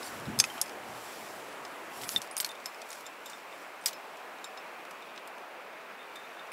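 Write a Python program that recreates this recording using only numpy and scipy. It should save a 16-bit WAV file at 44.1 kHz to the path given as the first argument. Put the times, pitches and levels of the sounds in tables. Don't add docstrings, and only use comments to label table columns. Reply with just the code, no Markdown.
import sys
import numpy as np
from scipy import signal
from scipy.fft import rfft, irfft, next_fast_len
from scipy.io import wavfile
from scipy.ndimage import uniform_filter1d

SR = 44100
rng = np.random.default_rng(int(sys.argv[2]) if len(sys.argv) > 2 else 0)


def undo_db(level):
    steps = np.asarray(level, float) / 20
    return 10 ** steps


def dump(signal):
    limited = np.clip(np.atleast_2d(signal).T, -1, 1)
    pcm = np.round(limited * 32767).astype(np.int16)
    wavfile.write(sys.argv[1], SR, pcm)


N = 287884

# start in seconds, crack level in dB, its low part in dB,
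# its high part in dB, ring in dB against the crack.
GATE_HITS = [(.0283, -38, -4, -18, -7), (.042, -39, -11.5, -14, -2), (.3891, -15.5, -28, 1, -4.5),
             (.3992, -7, -8.5, -27, 1), (.4012, -7.5, -8, -13, -13), (.4396, -18, -4, -12, -19),
             (.4484, -27, -15, -14, -8), (.6594, -40.5, -22, -18, -1), (.68, -43, -26, -12, 1.5),
             (.694, -41.5, 0, -14, -1), (1.5264, -46, 0, -18, -7), (1.6501, -37, -2, -34, -1)]
NOSE_HITS = [
    (.064, -40, -12, -12, 0),
    (.078, -40, -17, -18, -4),
    (.1984, -40, -12, -22, 1),
    (.614, -11.5, -27, -9, -4),
]
PLATE_HITS = [
    (2.1613, -21.5, 0, -18, 6.5),
]
LOOP_HITS = [(2.4925, -36.5, -5, -18, 0), (2.555, -53, -5, -18, 8), (3.057, -54, -2, -18, 9),
             (3.065, -48.5, -2, -18, 8), (3.259, -47, -8, -18, 9), (3.268, -50, -8, -18, 10),
             (3.3328, -45, 4, -18, 5), (3.5263, -50, -1, -16, 6), (5.0235, -46.5, 5, -12, 4),
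             (5.99, -54, -3, -15, 9), (6.03, -53, -2, -15, 5), (6.1065, -54, 0, -17, 6),
             (6.157, -49, -1, -18, 10), (6.169, -51, -1, -18, 10), (6.197, -55, -1, -18, 8),
             (6.238, -52, -4, -18, 7), (6.367, -55, -4, -18, 7), (6.3944, -48, -4, -14, 9)]
CLIP_HITS = [(2.5511, -47, 0, -15, -4), (2.6578, -24, -5, -8, -13), (2.7455, -60, 11, -10, 10),
             (3.057, -46, -14, 0, -4), (3.0645, -34, -14, -14, -3), (3.259, -32, -19, -4, -6),
             (3.268, -44, -15, -10, 0), (3.2979, -32.5, -20, -9, -12), (3.93, -36.5, 2.5, -24, -8),
             (4.4425, -37, -14, -12, 1), (4.45, -43, -14, -10, 0), (4.5735, -46, 0, -24, -3),
             (6.1574, -39, -4, 3, -11)]
SLEEVE_HITS = [(2.3111, -38.5, -8, -20, 6), (2.3774, -27, -8, -10, 2.5), (2.385, -36, -16, -8, 8),
               (2.5064, -43, -10, -5, -1), (2.9163, -36, -3, -34, 3), (3.8237, -46, -10, -24, -2),
               (3.8382, -43, -12, -22, 0), (6.5175, -46.5, 6, -14, 7)]
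BUCKLE_HITS = [
    (.5, -43.5, 6, -14, 11),
    (.5796, -44, 12.5, -14, 1),
    (2.0347, -32, 5.5, -12, -14),
    (2.3668, -13.5, -14.5, -4, -27),
]
DEVICE_HITS = [
    (2.0135, -37, 5, -8, -14),
    (2.446, -18, -6, -12, -2),
    (2.4624, -28, -9, 5, -15),
]
BUNCH_HITS = [
    (3.8586, -11, -7.5, -1, -4),
    (3.8644, -20, -15, -1, -1),
    (3.8714, -27, -10, 8, -12),
    (3.8804, -25, -6, 1, -18),
]
COLLAR_HITS = [
    (2.384, -38, -14, -8, 9),
    (2.51, -56, -14, -8, 6),
    (6.5185, -58, -14, -8, 4),
]
SHACKLE_HITS = [
    (2.401, -12, -5.5, -10, -14),
    (2.4045, -25, -16, -6, 7),
    (2.408, -25, -16, 0, 4),
    (2.4145, -31, -16, 0, 1),
]
EYE_HITS = [(.255, -52, -10, -15, 8), (2.431, -50, -7, -13, 8), (2.6578, -38.5, -10, -15, 12),
            (3.0645, -50, -10, -15, 9.8), (3.259, -49.5, -10, -15, 11), (3.931, -52, -10, -15, 7),
            (4.443, -49, -10, -15, 12.4), (4.471, -56, -10, -15, 12), (4.574, -50, -10, -15, 10),
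            (4.58, -52, -10, -15, 11)]
SWIVEL_HITS = [
    (.2545, -47, 4, -15, 6.7),
    (4.385, -49, 6, -15, 4),
    (4.443, -41, 4, -20, 8.3),
    (4.574, -43, 4, -15, 7),
]
# frequency in Hz, level in dB, t60 in seconds.
GATE = [(2540, -18, .022), (3440, -5, .022), (3660, -12, .03), (4566, -3, .022), (5090, 3.5, .032),
        (5660, -9, .03), (6318, -4.5, .042), (7196, -11, .03), (7696, -11, .03), (8345, -9, .03),
        (8720, -12, .04), (9205, -13, .03), (10010, -16, .035), (11038, -9, .05), (12200, -12, .025)]
NOSE = [(3591, -20, .06), (5100, -5, .015), (5432, -5, .022), (6508, -13, .035), (7235, -12, .035),
        (7741, -10, .035), (9184, -12, .055), (9582, -5, .03), (11240, -3, .032), (12150, -12, .03),
        (13700, -16, .03)]
PLATE = [(1896, -13, 0.037), (3597, 5.5, 0.034), (3730, -18, .07), (7700, -22, .02)]
LOOP = [(3570, -8, .05), (3610, -0.5, 0.11), (3750, -4, .03)]
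CLIP = [(7100, -5, .03), (7360, -1, .05), (8070, -7, .025), (9900, -11, .03), (11720, -6, .055),
        (11950, -11, .025)]
SLEEVE = [(5030, -6, .03), (8620, -1, .035), (10620, -4, .07)]
BUCKLE = [(3130, 0.5, 0.06), (3430, -17, 0.028), (6850, -6, 0.022), (7800, -18, 0.018)]
DEVICE = [(2245, -7, .022), (3800, -12, .025), (4328, 0, .022), (5120, -8, .015), (5910, -14, .025),
          (9100, -14, .03), (11170, -8, .012), (12040, -8, .03)]
BUNCH = [(4700, -6, .03), (5000, 0, .035), (5350, -2, .03), (5700, -4, .025), (7950, -2, .015),
         (8400, -5, .015), (12000, -10, .03), (15300, -6, .02)]
COLLAR = [(11500, -2, .035), (13600, -14, .025), (15550, 0, .04)]
SHACKLE = [(7413, -8, .015), (8118, 0, .03), (8888, -11, .035), (9227, -14, .04), (11760, -4, .045),
           (12100, -10, .025), (15570, -14, .02)]
EYE = [(5200, 0, .02), (5280, -3, .07)]
SWIVEL = [(3620, -7, .07), (3800, 2, .03), (3980, -5, .02)]


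def gear():
    pieces = dict(
        gate=(GATE_HITS, GATE), nose=(NOSE_HITS, NOSE), plate=(PLATE_HITS, PLATE), loop=(LOOP_HITS, LOOP),
        clip=(CLIP_HITS, CLIP), sleeve=(SLEEVE_HITS, SLEEVE), buckle=(BUCKLE_HITS, BUCKLE),
        device=(DEVICE_HITS, DEVICE), bunch=(BUNCH_HITS, BUNCH), collar=(COLLAR_HITS, COLLAR),
        shackle=(SHACKLE_HITS, SHACKLE), eye=(EYE_HITS, EYE), swivel=(SWIVEL_HITS, SWIVEL))
    out = np.zeros(N)
    for piece, (hits, modes) in pieces.items():
        usual_low_db, usual_high_db = np.median(hits, 0)[2:4]
        for s, db, low_db, high_db, ring_db in hits:
            t60_ms = rattle_ms(piece, db)
            flutter = np.clip(.025 * (-28 - db), 0, .5)
            low_tilt_db = 0.44 * (low_db - usual_low_db)
            high_tilt_db = 0.44 * (high_db - usual_high_db)
            contact = crack(low_db + 3.5, high_db - 4.5, t60_ms)
            tone = ring(modes, low_tilt_db, high_tilt_db, .3 * t60_ms, flutter)
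            add(out, s, undo_db(db - 5.5) * contact)
            add(out, s, undo_db(db - 5.0 + ring_db) * tone)
    return out


# start in seconds, crack level in dB, low part in dB, high part in dB.
MUTED_TICKS = [(2.091, -15.5, -10.5, -28), (2.2172, -24, -9, -21), (2.2738, -44, 2, -10),
               (2.02, -44, -14, 4), (2.224, -39, -10, -10), (2.372, -34, -8, -16), (2.4893, -36, -8, -14),
               (2.4277, -39, 4, -14), (2.5153, -46, 10, -12), (2.6005, -47, -1, -18),
               (2.8172, -32.5, -4, -20), (2.89, -46, -10, -4), (2.9038, -32, -16, -16),
               (2.9287, -36.5, -2, -11), (3.007, -46, -1.5, -9), (4.1704, -43, -14, -22),
               (4.722, -56, -2, -18), (4.8514, -51.5, 8, -2), (4.9093, -40.5, -7, -14),
               (5.1605, -45.5, 1, -18), (5.177, -45.5, 13, -18), (3.9085, -45, 0, -10),
               (5.2748, -40.5, -4, -7), (5.3814, -49, 1, -14), (6.4702, -52, 3, -16)]


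def muted_ticks():
    out = np.zeros(N)
    for s, db, low_db, high_db in MUTED_TICKS:
        add(out, s, undo_db(db - 2.0) * crack(low_db + 3.0, high_db + 8.0, rattle_ms("muted", db)))
    return out


# start in seconds, level in dB.
SPINE_KNOCKS = [
    (0.44, -22.5),
    (6.5185, -37),
]
# frequency in Hz, level in dB, t60 in seconds.
SPINE = [(1300, -10, 0.027), (2070, -12.5, 0.071), (2380, -12, .03), (2570, 0, 0.033)]


def knocks():
    out = np.zeros(N)
    for s, db in SPINE_KNOCKS:
        add(out, s, undo_db(db) * ring(SPINE, 0, 0, 4))
    return out


# start in seconds, frequency in Hz, level in dB, t60 in seconds.
GRAZES = [(.028, 4450, -38, .035), (.029, 5100, -36, .04), (.03, 3770, -41, .04), (.03, 8800, -43, .04),
          (.044, 9000, -44, .09), (.05, 4500, -43, .04), (.058, 7500, -41, .06), (.062, 11200, -45, .08),
          (.071, 4500, -42, .06), (.08, 5650, -45, .05), (.29, 7000, -47, .02), (.4484, 6500, -32, .02),
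          (2.3255, 10620, -45, 0.1), (2.3778, 13600, -39, .04), (2.384, 10620, -37, .06),
          (2.04, 7900, -40, .03), (.455, 7800, -45, .05), (.46, 13380, -48, .08), (2.662, 11750, -39, .06),
          (2.745, 5250, -48, .03), (2.904, 6900, -40, .02), (3.813, 8600, -48, .03),
          (3.844, 11600, -47, .06), (3.866, 11900, -33, .06), (3.874, 12100, -34, .05),
          (3.888, 15600, -43, .05), (3.931, 11700, -47, .07), (3.942, 5250, -47, .12),
          (5.088, 3620, -49, .06), (6.008, 3610, -50, .06)]


def grazes():
    out = np.zeros(N)
    for s, hz, db, t60 in GRAZES:
        add(out, s, ring([(hz, db, t60)], 0, 0, 4.3, .3))
    return out


# t60 in ms of the firmest blow, added ms per dB softer, longest t60 in ms.
RATTLE = dict(gate=(13.5, .5, 21), nose=(18, .33, 25), plate=(9, .18, 12), loop=(12, .12, 15),
          clip=(8.9, 1.2, 35), sleeve=(12, 0.14, 21), buckle=(9, .45, 23), device=(13, .65, 21),
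          bunch=(13, 3.2, 65), muted=(4.6, .7, 23), collar=(8.6, .1, 12), shackle=(10, .6, 22),
          eye=(8, .1, 11), swivel=(10, .2, 18))


def rattle_ms(piece, db):
    firm_ms, ms_per_db, longest_ms = RATTLE[piece]
    firmest_db = -9.5
    return np.clip(firm_ms + ms_per_db * (firmest_db - db), 4, longest_ms)


CRACK_EDGES_HZ = [1250, 4200, 9000, 14500]


def crack(low_db, high_db, t60_ms):
    t = np.arange(4000) / SR
    fall_db = -60e3 * t / max(t60_ms, 2)
    rattle_and_tail = undo_db(fall_db) + undo_db(-25 + 0.16 * fall_db)
    onset = np.minimum(t / 0.00052, 1)
    burst = rng.standard_normal(len(t)) * rattle_and_tail * onset
    burst[24] += 3.5
    out = np.zeros(len(t))
    bands = zip(CRACK_EDGES_HZ, CRACK_EDGES_HZ[1:], (-1, 1, -1), (low_db, 0, high_db))
    for lo, hi, sign, db in bands:
        band = signal.lfilter(*signal.butter(2, [lo, hi], "band", fs=SR), burst)
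        out += sign * undo_db(db) * band / abs(band).max()
    return out


def ring(modes, low_db, high_db, chatter_ms, flutter=0):
    hz, db, t60 = np.transpose(modes)[:, :, None]
    place, phase, swing = rng.standard_normal((len(modes), 3)).T[:, :, None]
    t = np.arange(3500) / SR
    db = db + 1.2 * place
    db = db + np.interp(hz, [2950, 4460, 8000, 11000], [low_db, 0, 0, high_db])
    swing_hz = np.interp(swing, [-2, 2], [35, 90])
    beats = 1 - flutter * np.sin(np.pi * swing_hz * t) ** 2
    dying = beats * undo_db(db - 60 * t / t60)
    tones = (dying * np.sin(2 * np.pi * hz * t + phase)).sum(0)
    tones *= np.minimum(t / 0.00067, 1)
    out = tones.copy()
    when, size = rng.standard_normal((4, 2)).T
    for s, gain in zip(abs(when) * chatter_ms / 1000, size):
        add(out, s, (.05 + .2 * flutter) * gain * tones)
    return out


def rock(x):
    t = np.arange(3500) / SR
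    sparse = rng.random(len(t)) < .06
    taps = rng.standard_normal(len(t)) * sparse * undo_db(-60 * t / 0.065) * (t > .001)
    return signal.oaconvolve(x, taps / np.linalg.norm(taps))[:N]


# start, fastest moment and end in seconds,
# level in dB, brightness in dB.
PULLS = [(-.03, 0.057, 0.23, -50.5, -2), (0.357, .5, 0.76, -54.5, 1.5), (.8, 1.099, 1.6, -52, -3.5),
         (1.902, 1.993, 2.06, -51.5, 0), (2.011, 2.019, 2.07, -49, 3), (2.029, 2.04, 2.064, -47, 3),
         (2.06, 2.12, 2.17, -45.5, 7.5), (2.13, 2.18, 2.192, -48, 5.5), (2.198, 2.23, 2.28, -55, 0),
         (2.366, 2.372, 2.4, -53, 2), (2.4, 2.408, 2.44, -49, 6), (2.445, 2.452, 2.49, -53, 8),
         (2.57, 2.66, 2.98, -61, -3), (2.837, 2.95, 3.06, -53.5, -3), (3.24, 3.29, 3.43, -55, -12),
         (3.46, 3.62, 3.7, -61, -7), (3.86, 3.9, 3.8, -62, 0), (6.02, 6.18, 6.5, -66, -5)]
# time in seconds, level in dB.
SLACK = [(0, -56), (.8, -62), (1.8, -62), (2.3, -63), (3.1, -63.5), (4.1, -65), (5.1, -68.5), (5.6, -76),
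         (6.53, -71)]
# frequency in Hz, level in dB.
ROPE_COLOUR = [(1500, -19), (3000, -3.5), (5600, 0), (6500, -4.5), (7500, 0.5), (8800, -5), (10500, -2),
               (11800, -3), (13200, -5.5), (16000, -11.5)]


def rope():
    sizes = undo_db(3.0 * np.minimum(rng.exponential(1, N), 3))
    slipping = rng.random(N) < 3000 / SR
    slips = sizes * slipping * rng.standard_normal(N)
    fibres = evened(patchy_noise(1.4, size=512))
    rub = coloured(.6 * evened(slips) + fibres, ROPE_COLOUR)
    top = signal.sosfilt(signal.butter(1, [9000, 14000], "band", fs=SR, output="sos"), rub)
    level = undo_db(curve(SLACK))
    bright = level * undo_db(-4)
    fullness = .7
    for start, fastest, end, db, bright_db in PULLS:
        speed = curve([(start, 0), (fastest, 1), (end, 0)])
        pull = undo_db(db) * speed ** fullness
        level = np.hypot(level, pull)
        bright = np.hypot(bright, pull * undo_db(bright_db))
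    return undo_db(1.8) * (level * rub + (bright - level) * top)


# frequency in Hz, level in dB per Hz.
LEDGE_RIVER = [(18, -62), (30, -44), (161, -15.5), (355, -2.5), (449, -4.5), (721, -1.5), (1100, -4),
               (2230, -10), (2410, -10.5), (2680, -12), (4420, -24.5), (11700, -30.5), (16000, -36)]
# frequency in Hz, level in dB per Hz.
LATER_RIVER = [(18, -72), (30, -43), (131, -23.5), (174, -15), (415, -4.5), (526, -3), (616, -1),
               (1220, -3), (2010, -8), (2480, -7), (3140, -15.5), (5590, -26.5), (14800, -39.5),
               (16000, -30)]
# time in seconds, level in dB.
RIVER_LEVEL = [(0.0, -44), (0.74, -45), (1.14, -46), (1.96, -45.5), (2.49, -47.5), (3.34, -48.5),
               (3.49, -48), (4.74, -47), (5.51, -48), (6.53, -47)]


def river():
    water = patchy_noise(0.92, size=1024)
    on_ledge = before_cut()
    heard = on_ledge * coloured(water, LEDGE_RIVER) + (1 - on_ledge) * coloured(water, LATER_RIVER)
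    return undo_db(curve(RIVER_LEVEL) + 1.5) * heard


# peak time in seconds, level in dB, seconds to fall 20 dB.
GUSTS = [
    (.13, -52, .15),
    (.3, -35, 0.12),
    (.37, -39, .11),
    (.75, -60.5, .2),
    (.92, -49, 0.14),
    (1.23, -62, .12),
    (1.35, -60.5, 0.2),
    (1.5, -64, .15),
    (2.04, -48.5, 0.08),
    (2.17, -47, 0.08),
]
# frequency in Hz, level in dB per Hz.
WIND_COLOUR = [(12, -63), (20, -27), (118, 2.5), (189, -1.5), (225, 7.5), (325, -10), (499, -15),
               (600, -27), (780, -47), (1320, -120)]


def wind():
    lumps = undo_db(1.8 * evened(uniform_filter1d(rng.standard_normal(N), size=1200)))
    t = np.arange(N) / SR
    power = undo_db(-71) ** 2
    for s, db, fall_s in GUSTS:
        power = power + undo_db(db - 20 * abs(t - s) / fall_s) ** 2
    pressure = coloured(lumps * rng.standard_normal(N), WIND_COLOUR)
    return undo_db(-2.5) * np.sqrt(power) * before_cut() * pressure


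def before_cut():
    cut_s, fade_s = 2.215, .02
    return np.clip((cut_s - np.arange(N) / SR) / fade_s, 0, 1)


# frequency in Hz, level in dB per Hz.
HISS_COLOUR = [(3000, -30), (7000, -8), (10000, -1), (13000, 1), (16000, -2.5)]


def hiss():
    return undo_db(-70.8 + 2.5) * coloured(rng.standard_normal(N), HISS_COLOUR)


def evened(x):
    return x / np.sqrt(np.mean(x ** 2) + 1e-20)


def curve(rows):
    s, value = np.transpose(rows)
    return np.interp(np.arange(N) / SR, s, value)


def add(mix, s, sound):
    part = mix[round(s * SR):][:len(sound)]
    part += sound[:len(part)]


def coloured(x, points):
    hz, db = np.transpose(points)
    size = next_fast_len(len(x))
    bins_hz = np.fft.rfftfreq(size, 1 / SR)
    gain = undo_db(np.interp(np.log(bins_hz + 1), np.log(hz + 1), db))
    return evened(irfft(rfft(x, size) * gain, size)[:len(x)])


def patchy_noise(patch_db, size):
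    a, b, patches = rng.standard_normal((N * 4 // size + 8, size // 2 + 1, 3)).T
    patches = uniform_filter1d(patches, size=10, axis=0)
    patches = evened(uniform_filter1d(patches, size=12, axis=1))
    spectrum = (a + 1j * b) * undo_db(patch_db * patches)
    return signal.istft(spectrum, nperseg=size, noverlap=size * 3 // 4)[1][:N]


def low_pass(x, hz):
    return signal.oaconvolve(x, signal.firwin(511, hz, window=("kaiser", 9), fs=SR)[None], "same")


def scene():
    metal = gear() + muted_ticks()
    bounce = undo_db(-15) * rock(metal)
    touches = knocks() + grazes()
    return (metal + bounce + touches + rope() + river() + wind() + hiss())[None]


def band_limit(x):
    return signal.sosfilt(signal.butter(12, 17020, fs=SR, output="sos"), x)


def record(dry):
    limited = low_pass(dry, 15750)
    treble = np.diff(dry, prepend=0) ** 2
    sharp = uniform_filter1d(treble, size=64) > 9 * uniform_filter1d(treble, size=2048)
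    passed = np.minimum(64 * uniform_filter1d(1. * sharp, size=256), 1)
    extra_treble = low_pass(dry, 16700) - limited
    return band_limit(limited + undo_db(-10) * passed * extra_treble)


dry = scene()
out = record(dry)
dump(out)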